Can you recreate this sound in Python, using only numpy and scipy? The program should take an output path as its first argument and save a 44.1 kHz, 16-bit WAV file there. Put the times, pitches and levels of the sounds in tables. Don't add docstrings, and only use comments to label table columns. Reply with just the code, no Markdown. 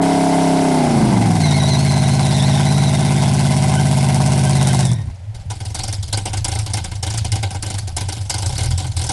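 import sys
import numpy as np
from scipy import signal
from scipy.fft import rfft, irfft, next_fast_len
from scipy.io import wavfile
from scipy.ndimage import uniform_filter1d, map_coordinates

SR = 44100
rng = np.random.default_rng(int(sys.argv[2]) if len(sys.argv) > 2 else 0)


def waveform_to_disk(signal):
    frames = np.transpose(np.atleast_2d(signal))
    scaled = np.clip(frames, -1, 1) * 32767
    samples = np.round(scaled).astype(np.int16)
    wavfile.write(sys.argv[1], SR, samples)


def gain_from_db(level_db):
    decades = np.asarray(level_db, float) / 20
    return 10 ** decades


N = 402191
T = np.arange(N) / SR

# frequency in Hz, level in dB per Hz.
CRACK_COLOUR = [(2500, -44), (4500, -11.5), (5500, -3), (6800, -9.5), (8800, -2), (11000, -12.5),
                (12400, -38), (16000, -120)]


def unit(x):
    return x / np.sqrt(np.mean(x ** 2) + 1e-20)


def along(points, hz):
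    f, v = np.transpose(points)
    return np.interp(np.log(hz + 1), np.log(f), v)


def wobble(rate):
    return map_coordinates(rng.standard_normal(int(N * rate / SR) + 4), [T * rate])


def filtered(x, response):
    m = next_fast_len(N + SR // 2)
    return irfft(rfft(x, m) * response(np.fft.rfftfreq(m, 1 / SR)), m)[:N]


def resonances(modes):
    def response(f):
        total = 0
        for k, (centre, width, db) in enumerate(modes):
            damping = 1j * f * width
            total = total + (-1) ** k * gain_from_db(db) * damping / (centre * centre - f * f + damping)
        return total
    return response


def noise(spectrum, patchy_db=0, crackle_db=0):
    z = signal.stft(gain_from_db(crackle_db * wobble(680)) * rng.standard_normal(N), nperseg=256)[2]
    field = uniform_filter1d(uniform_filter1d(rng.standard_normal(z.shape), 5, 0), 6, 1)
    raw = signal.istft(z * gain_from_db(patchy_db * unit(field)), nperseg=256)[1][:N]
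    return unit(filtered(raw, lambda hz: gain_from_db(along(spectrum, hz))))


def puffs(times, db, rise, t60, echo_db, echo_t60):
    t = T[:SR // 3]
    decay = gain_from_db(-60 * t / t60) + gain_from_db(echo_db - 60 * t / echo_t60)
    shape = (1 - np.exp(-(t / rise) ** 2)) * decay
    kicks = np.bincount((times * SR).astype(int), gain_from_db(db) ** 2, N)[:N]
    power = signal.fftconvolve(kicks, (shape / shape.max()) ** 2)[:N]
    return np.sqrt(np.abs(power))


def evened(envelope):
    return envelope / np.sqrt(np.abs(uniform_filter1d(envelope ** 2, SR // 6)) + 1e-6)


def revving():
    # time in seconds, engine cycles per second.
    speed_points = [(0, 34.4), (.54, 33.6), (.65, 33.3), (.79, 31.7), (1.02, 27), (1.19, 22.9),
                    (1.41, 19.4), (1.53, 17.9), (1.67, 17.6), (1.95, 17.4), (2.29, 17.3), (2.7, 17.7),
                    (3.37, 17.4), (4.5, 17.1), (4.8, 16.6), (4.91, 15.5), (4.97, 13.8), (5.1, 8.62)]
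    # multiple of the cycle, level in dB.
    free_orders = [(1, -25), (2, -22), (3, -13), (4, -55), (5, -1), (6, -10), (7, -15), (8, 1.5), (9, -5),
                   (10, -43), (11, -11.5), (12, -9.5), (13, -12), (14, -42), (15, -16), (16, -52),
                   (17, -15), (18, -7), (19, -4), (20, -8), (21, -1.5), (22, -10), (23, -9), (24, -27),
                   (25, -28), (26, -11), (27, -15.5), (28, -11.5)]
    # multiple of the cycle, level in dB.
    loaded_orders = [(1, -31), (2, -40.5), (3, -24), (5, -5.5), (6, -12.5), (7, -7), (8, 1), (9, -7),
                     (10, -11.5), (11, -6), (12, -19.5), (13, -13), (14, -11.5), (15, -15), (17, -20),
                     (19, -21), (21, -20), (22, -27), (23, -28.5), (24, -22), (27, -30), (31, -23),
                     (34, -25), (36, -11.5), (37, -16.5), (38, -32.5), (39, -15), (43, -19), (44, -17),
                     (46, -22.5)]
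    # push in dB, spit in dB.
    bank = [(-1, -8), (-5, -9), (-5, -5), (-2.5, -10), (-7, -8), (-6, 0), (0, -4), (-4, -1.5)]
    # frequency in Hz, gain in dB.
    pipe_colour = [(30, 6), (70, -5.5), (110, 8.5), (160, 4), (220, 4), (350, 4.5), (500, -6), (750, 9),
                   (1100, -1)]
    # frequency in Hz, level in dB per Hz.
    rumble_colour = [(12, -63), (20, -33), (38, -8), (139, 8), (252, 9.5), (300, -14), (500, -50),
                     (650, -60), (1100, -120)]
    # frequency in Hz, level in dB per Hz.
    roar_colour = [(150, -46), (250, -25), (308, -8), (371, -3.5), (462, -17), (618, -6.5), (793, -2),
                   (1030, -4.5), (1200, -24), (1530, -9.5), (1840, -21.5), (2060, -8), (3000, -31),
                   (3900, -31), (6600, -120)]
    # frequency in Hz, level in dB per Hz.
    hiss_colour = [(1470, -39), (2500, -0.5), (5510, -0.5), (6650, -4.5), (9610, -1), (11100, -7.5),
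                   (12400, -33), (16100, -59), (22000, -120)]
    lift_s, fire_out_s, silent_s = 4.809, 4.945, 5.13
    sag_s = 3.8

    speed_hz = np.interp(T, *np.transpose(speed_points))
    load = np.clip((33 - speed_hz) / 15, 0, 1)
    strain = load * (1 - load)
    shut_s = np.clip(T - lift_s, 0, None)
    out = np.clip((T - fire_out_s) / 0.027, 0, 1)
    sagged_s = np.clip(T - sag_s, 0, None)
    sagging = np.clip(T - sag_s, 0, 1)
    fade = np.clip((silent_s - T) / 0.019, 0, 1)

    ripple_db = 1.5 * np.clip(shut_s / .1, 0, 1) * np.cos(2 * np.pi * (T - 4.75) / 0.084)
    tone_db = -16.5 + 1.5 * load - 11 * shut_s + ripple_db - 5.5 * out
    upper_db = -2 + 22 * strain - 60 * shut_s
    shudder = .04 * strain * wobble(30)
    turns = np.cumsum(speed_hz) / SR - .45 + .0015 * wobble(12) + shudder

    push_db, spit_db = np.transpose(bank)
    free, loaded = dict(free_orders), dict(loaded_orders)
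    tone = np.zeros(N)
    for k in sorted({**free, **loaded}):
        phase = .9 + np.angle(np.sum(gain_from_db(push_db) * np.exp(-2j * np.pi * k * np.arange(8) / 8)))
        phase -= 2.3 * (k % 2) * (k < 8) / np.sqrt(abs(8 - k) + 1e-9)
        free_db = free.get(k, -30.5) - along(pipe_colour, 35.3 * k)
        loaded_db = loaded.get(k, -45) - along(pipe_colour, 18.9 * k)
        db = free_db + load * (loaded_db - free_db) + along(pipe_colour, k * speed_hz)
        db = db + upper_db * (k > 14) + 1.03 * wobble(6.07)
        db -= 2.5 * sagged_s * (13 < k < 20)
        tone += gain_from_db(db) * np.cos(2 * np.pi * k * turns + phase)
    tone *= gain_from_db(tone_db) * fade

    firing = np.arange(int(8 * np.interp(silent_s, T, turns)))
    times = np.interp(firing / 8, turns, T)
    unevenness = 0.15 + 0.77 * load + 0.21 * sagging
    size_db = spit_db[firing % len(bank)] * np.interp(times, T, unevenness)
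    luck = rng.standard_normal((len(firing), 2))
    rasp = evened(puffs(times, 0.7 * size_db + 0.82 * luck[:, 0],
                        rise=0.001, t60=0.064, echo_db=-23, echo_t60=0.09))
    jet = evened(puffs(times, 2.2 * size_db + 2.5 * luck[:, 1],
                       rise=.002, t60=.011, echo_db=-24, echo_t60=.15))

    rumble = gain_from_db(tone_db - 18.5 + 67 * strain) * fade * noise(rumble_colour)
    roar = gain_from_db(-27.5 - 92 * shut_s) * rasp * noise(roar_colour, patchy_db=2.0)
    jet_db = -31 + 0.2 * T - 7 * strain + 0.27 * wobble(3.1)
    crack_db = -14.5 + 7 * load + 9 * sagging - 40 * shut_s - 150 * out
    spit = gain_from_db(crack_db) * jet * noise(CRACK_COLOUR)
    hiss = gain_from_db(-111 * shut_s) * rasp * noise(hiss_colour, patchy_db=1.5)
    return tone + rumble + roar + gain_from_db(jet_db) * (spit + hiss)


def firings():
    # first firing in s, fifth firing in s, jet peak in dB, drift in dB per firing.
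    idle_cycles = [(4.967, 5.1454, -31.5, -1), (5.3467, 5.5537, -25.5, 1.6), (5.7467, 5.927, -12, 0.1),
                   (6.129, 6.295, -9.5, 0), (6.446, 6.589, -11.5, 0), (6.7366, 6.879, -10, -1),
                   (7.0288, 7.176, -13, 0.5), (7.32, 7.468, -11.5, -0.18), (7.6261, 7.783, -14, 0.16),
                   (7.9672, 8.1258, -11, -0.52), (8.298, 8.4605, -11, 0.04), (8.5815, 8.683, -11, 0),
                   (8.778, 8.8666, -15.5, -.5), (8.967, 9.066, -13, .6)]
    quiet_firings = [(0, 0), (1, 2), (2, 5), (3, 2), (3, 4), (3, 7), (4, 5), (5, 2), (5, 4), (5, 7), (6, 5),
                     (6, 7), (7, 2), (7, 4), (7, 7), (8, 5), (8, 7), (9, 2), (11, 4), (11, 6), (11, 7), (12, 5)]
    # jet in dB, rasp relative to the jet in dB.
    lope = [(-0.5, -16), (-2, -14), (-1, -18), (-3.5, -13.5), (-0.5, -24.5), (-6, -14), (-6, -18),
            (-9.5, -18.5)]
    # cycle number, cylinder number, change in dB.
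    odd_ones = [(1, 1, -5), (1, 3, 7), (1, 4, -4), (1, 5, 4), (1, 6, 4), (2, 6, -3), (10, 0, 3), (10, 7, 3),
                (12, 2, -6), (13, 1, -3), (13, 4, -4), (13, 5, 7)]
    next_cycle_s = 9.153

    first, fifth, level_db, drift_db = np.transpose(idle_cycles)
    marks = np.r_[2 * first[0] - fifth[0], np.ravel([first, fifth], "F"), next_cycle_s]
    slot = np.arange(8 * len(idle_cycles))
    cycle, cylinder = np.divmod(slot, len(lope))
    s = map_coordinates(marks, [slot / 4 + 1], mode="nearest")
    quiet = np.isin(slot, [len(lope) * c + k for c, k in quiet_firings])
    jet_db, under_db = np.transpose(lope)[:, cylinder]
    strength_db = level_db[cycle] + drift_db[cycle] * cylinder
    jet_db = jet_db + strength_db + 2 * np.roll(quiet, 1) - 16 * quiet
    for c, k, db in odd_ones:
        jet_db += db * (slot == len(lope) * c + k)
    rasp_db = jet_db + under_db + 2 * rng.standard_normal(len(slot))
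    return s, jet_db, rasp_db, quiet, np.interp(T, s, slot), np.interp(T, s, strength_db)


def idling():
    # frequency in Hz, level in dB per Hz.
    jet_colour = [(1470, -8), (2500, -7.5), (4790, 1.5), (5700, -2), (6600, -4), (8920, -4.5), (11000, -9),
                  (12400, -33), (16100, -60), (22000, -120)]
    # frequency in Hz, level in dB per Hz.
    rasp_colour = [(120, -45), (200, -2.5), (254, -11), (315, -6), (437, -9), (561, -10.5), (657, -10.5),
                   (770, 1.5), (1010, -11), (1230, -24.5), (1550, -7.5), (1780, -43), (2090, -11.5),
                   (2620, -17), (3000, -11.5), (3900, -15), (6600, -120)]
    # frequency in Hz, level in dB.
    hum_colour = [(22, -36), (38, -30), (52, -31), (75, -23.5), (97, -19), (130, -13), (165, -38)]
    # frequency in Hz, width in Hz, level in dB.
    boom_modes = [(98.6, 29, 2.5), (151, 35, -16.5), (167, 12, -5.5)]
    # frequency in Hz, width in Hz, level in dB.
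    shell_modes = [(310, 16, 0), (555, 20, -6), (765, 28, 0), (985, 30, -5), (1550, 50, -12),
                   (2120, 50, -9)]

    s, jet_db, rasp_db, quiet, count, strength_db = firings()
    hiss = puffs(s - .006, jet_db - 16, rise=0.013, t60=0.05, echo_db=-17.5, echo_t60=0.28)
    crack = puffs(s - .003, 1.6 * jet_db - 4, rise=.011, t60=.017, echo_db=-30, echo_t60=.05)
    jet = hiss * noise(jet_colour, patchy_db=3.5, crackle_db=-2.0)
    jet += crack * noise(CRACK_COLOUR, patchy_db=3, crackle_db=2.0)

    rasp = puffs(s - .002, rasp_db - 1.5, rise=0.0019, t60=0.075, echo_db=9.5, echo_t60=0.23)
    rasp *= noise(rasp_colour, patchy_db=2.5, crackle_db=-1.0)
    knocks = puffs(s, rasp_db + 21.5, rise=0.0046, t60=0.053, echo_db=-29, echo_t60=0.067)
    shell = filtered(knocks * rng.standard_normal(N), resonances(shell_modes))

    pace_hz = uniform_filter1d(np.gradient(count) * SR, SR // 20)
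    hum = np.zeros(N)
    for k in range(1, 5):
        hum_db = along(hum_colour, k * pace_hz) - 3 * k + 4 * wobble(13)
        hum += gain_from_db(hum_db) * np.sin(2 * np.pi * k * (count - .3))
    hum *= gain_from_db(0.46 * (strength_db + 11.5)) * np.clip((T - 5.2) / 0.086, 0, 1)

    def pipe(f):
        return resonances(boom_modes)(f) * (1j * f / (60 + 1j * f)) ** 2 / (1 + 1j * f / 170) ** 4

    push_db = 0.32 * rasp_db + 46.5 + 6 * quiet
    pushes = np.bincount(((s + 0.0042) * SR).astype(int), gain_from_db(push_db), N)[:N]
    boom = -filtered(pushes, pipe)
    mutter = unit(filtered(rng.standard_normal(N), lambda f: pipe(f) ** 2))
    mutter *= gain_from_db(-26 + .2 * (strength_db + 13.5)) * np.clip((T - 4.95) / 0.088, 0, 1)
    return jet + rasp + shell + hum + boom + mutter


def tyre():
    # start in s, length in s, second partial from Hz, to Hz, level in dB.
    bites = [(1.409, .13, 4250, 3670, -23.5), (1.517, 0.057, 3840, 4300, -26.5),
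             (1.585, 0.091, 3880, 3940, -24), (1.69, .07, 4320, 3890, -21.5), (1.749, 0.1, 4070, 4420, -28),
             (1.863, 0.17, 4140, 4070, -27.5), (2.029, .15, 3980, 3920, -28.5),
             (2.211, 0.102, 4020, 3900, -27.5), (2.31, 0.097, 3940, 3680, -25),
             (2.39, 0.092, 3650, 4080, -24), (2.47, 0.18, 3760, 3490, -27), (2.658, .25, 3980, 3910, -27.5),
             (2.898, 0.21, 3740, 3600, -32.5), (3.15, 0.079, 3570, 3620, -32),
             (3.214, 0.11, 3500, 3350, -34), (3.367, 0.17, 3600, 3430, -43), (4.524, 0.1, 4050, 3720, -31),
             (4.632, 0.088, 3740, 3650, -32), (4.68, .06, 3050, 3350, -33), (4.709, 0.093, 4170, 4150, -33),
             (4.794, 0.126, 3690, 3720, -31), (4.903, 0.0762, 3640, 3800, -38)]
    # centre in s, frequency in Hz, level in dB, length in s.
    chirps = [
        (1.453, 2130, -26, 0.048),
        (1.56, 2140, -26.5, 0.071),
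        (3.783, 1537, -26.5, 0.045),
        (4.475, 1580, -29, 0.036),
        (4.71, 1550, -29, 0.037),
        (4.757, 2100, -45, .08),
        (4.993, 1870, -44, .08),
    ]
    edge_s = .02
    out = np.zeros(N)
    apart = np.clip((T - 1.6) / .5, .55, 1.2)
    stray = [apart * (.03 * wobble(300) + .035 * wobble(25)) for block in range(3)]
    grips = [gain_from_db(4 * wobble(90)) for block in range(3)]
    for s, length, from_hz, to_hz, db in bites:
        part = slice(int((s - edge_s) * SR), int((s + length + edge_s) * SR))
        t = T[part] - s
        on = np.clip(np.minimum(t, length - t) / (2 * edge_s) + .5, 0, 1)
        glide_hz = from_hz + (to_hz - from_hz) * t / length
        for drift, grip in zip(stray, grips):
            turn = np.pi * np.cumsum(glide_hz * (1 + drift[part])) / SR
            slips = gain_from_db(-9) * np.sin(turn) + np.sin(2 * turn) + gain_from_db(-7.5) * np.sin(3 * turn)
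            out[part] += on * gain_from_db(db - 8.5) * grip[part] * slips
    for s, hz, db, length in chirps:
        turn = 2 * np.pi * np.cumsum(hz * (1 + .022 * wobble(200))) / SR
        swell = np.exp(-((T - s) / (length / 2)) ** 2)
        out += gain_from_db(db) * swell * (np.sin(turn) + gain_from_db(-5) * np.sin(2 * turn))
    return out


def yard():
    # frequency in Hz, level in dB per Hz.
    yard_colour = [(180, -45), (300, -14), (706, -0.5), (1180, -15.5), (1880, -13.5), (10600, -27),
                   (12400, -45), (16100, -75), (22000, -120)]
    return gain_from_db(-50.5) * noise(yard_colour)


def scene():
    return (revving() + idling() + tyre() + yard())[None]


def low_pass(x):
    return signal.sosfilt(signal.butter(12, 12540, fs=SR, output="sos"), x)


def record(dry):
    clipped = dry / (1 + np.abs(dry / 0.48) ** 8) ** (1 / 8)

    def colour(hz):
        return gain_from_db(along([(1500, 0.23), (5000, 0.73)], hz)) / (1 + (hz / 12400) ** 60)

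    return low_pass(filtered(clipped[0], colour)[None])


dry = scene()
out = record(dry)
waveform_to_disk(out)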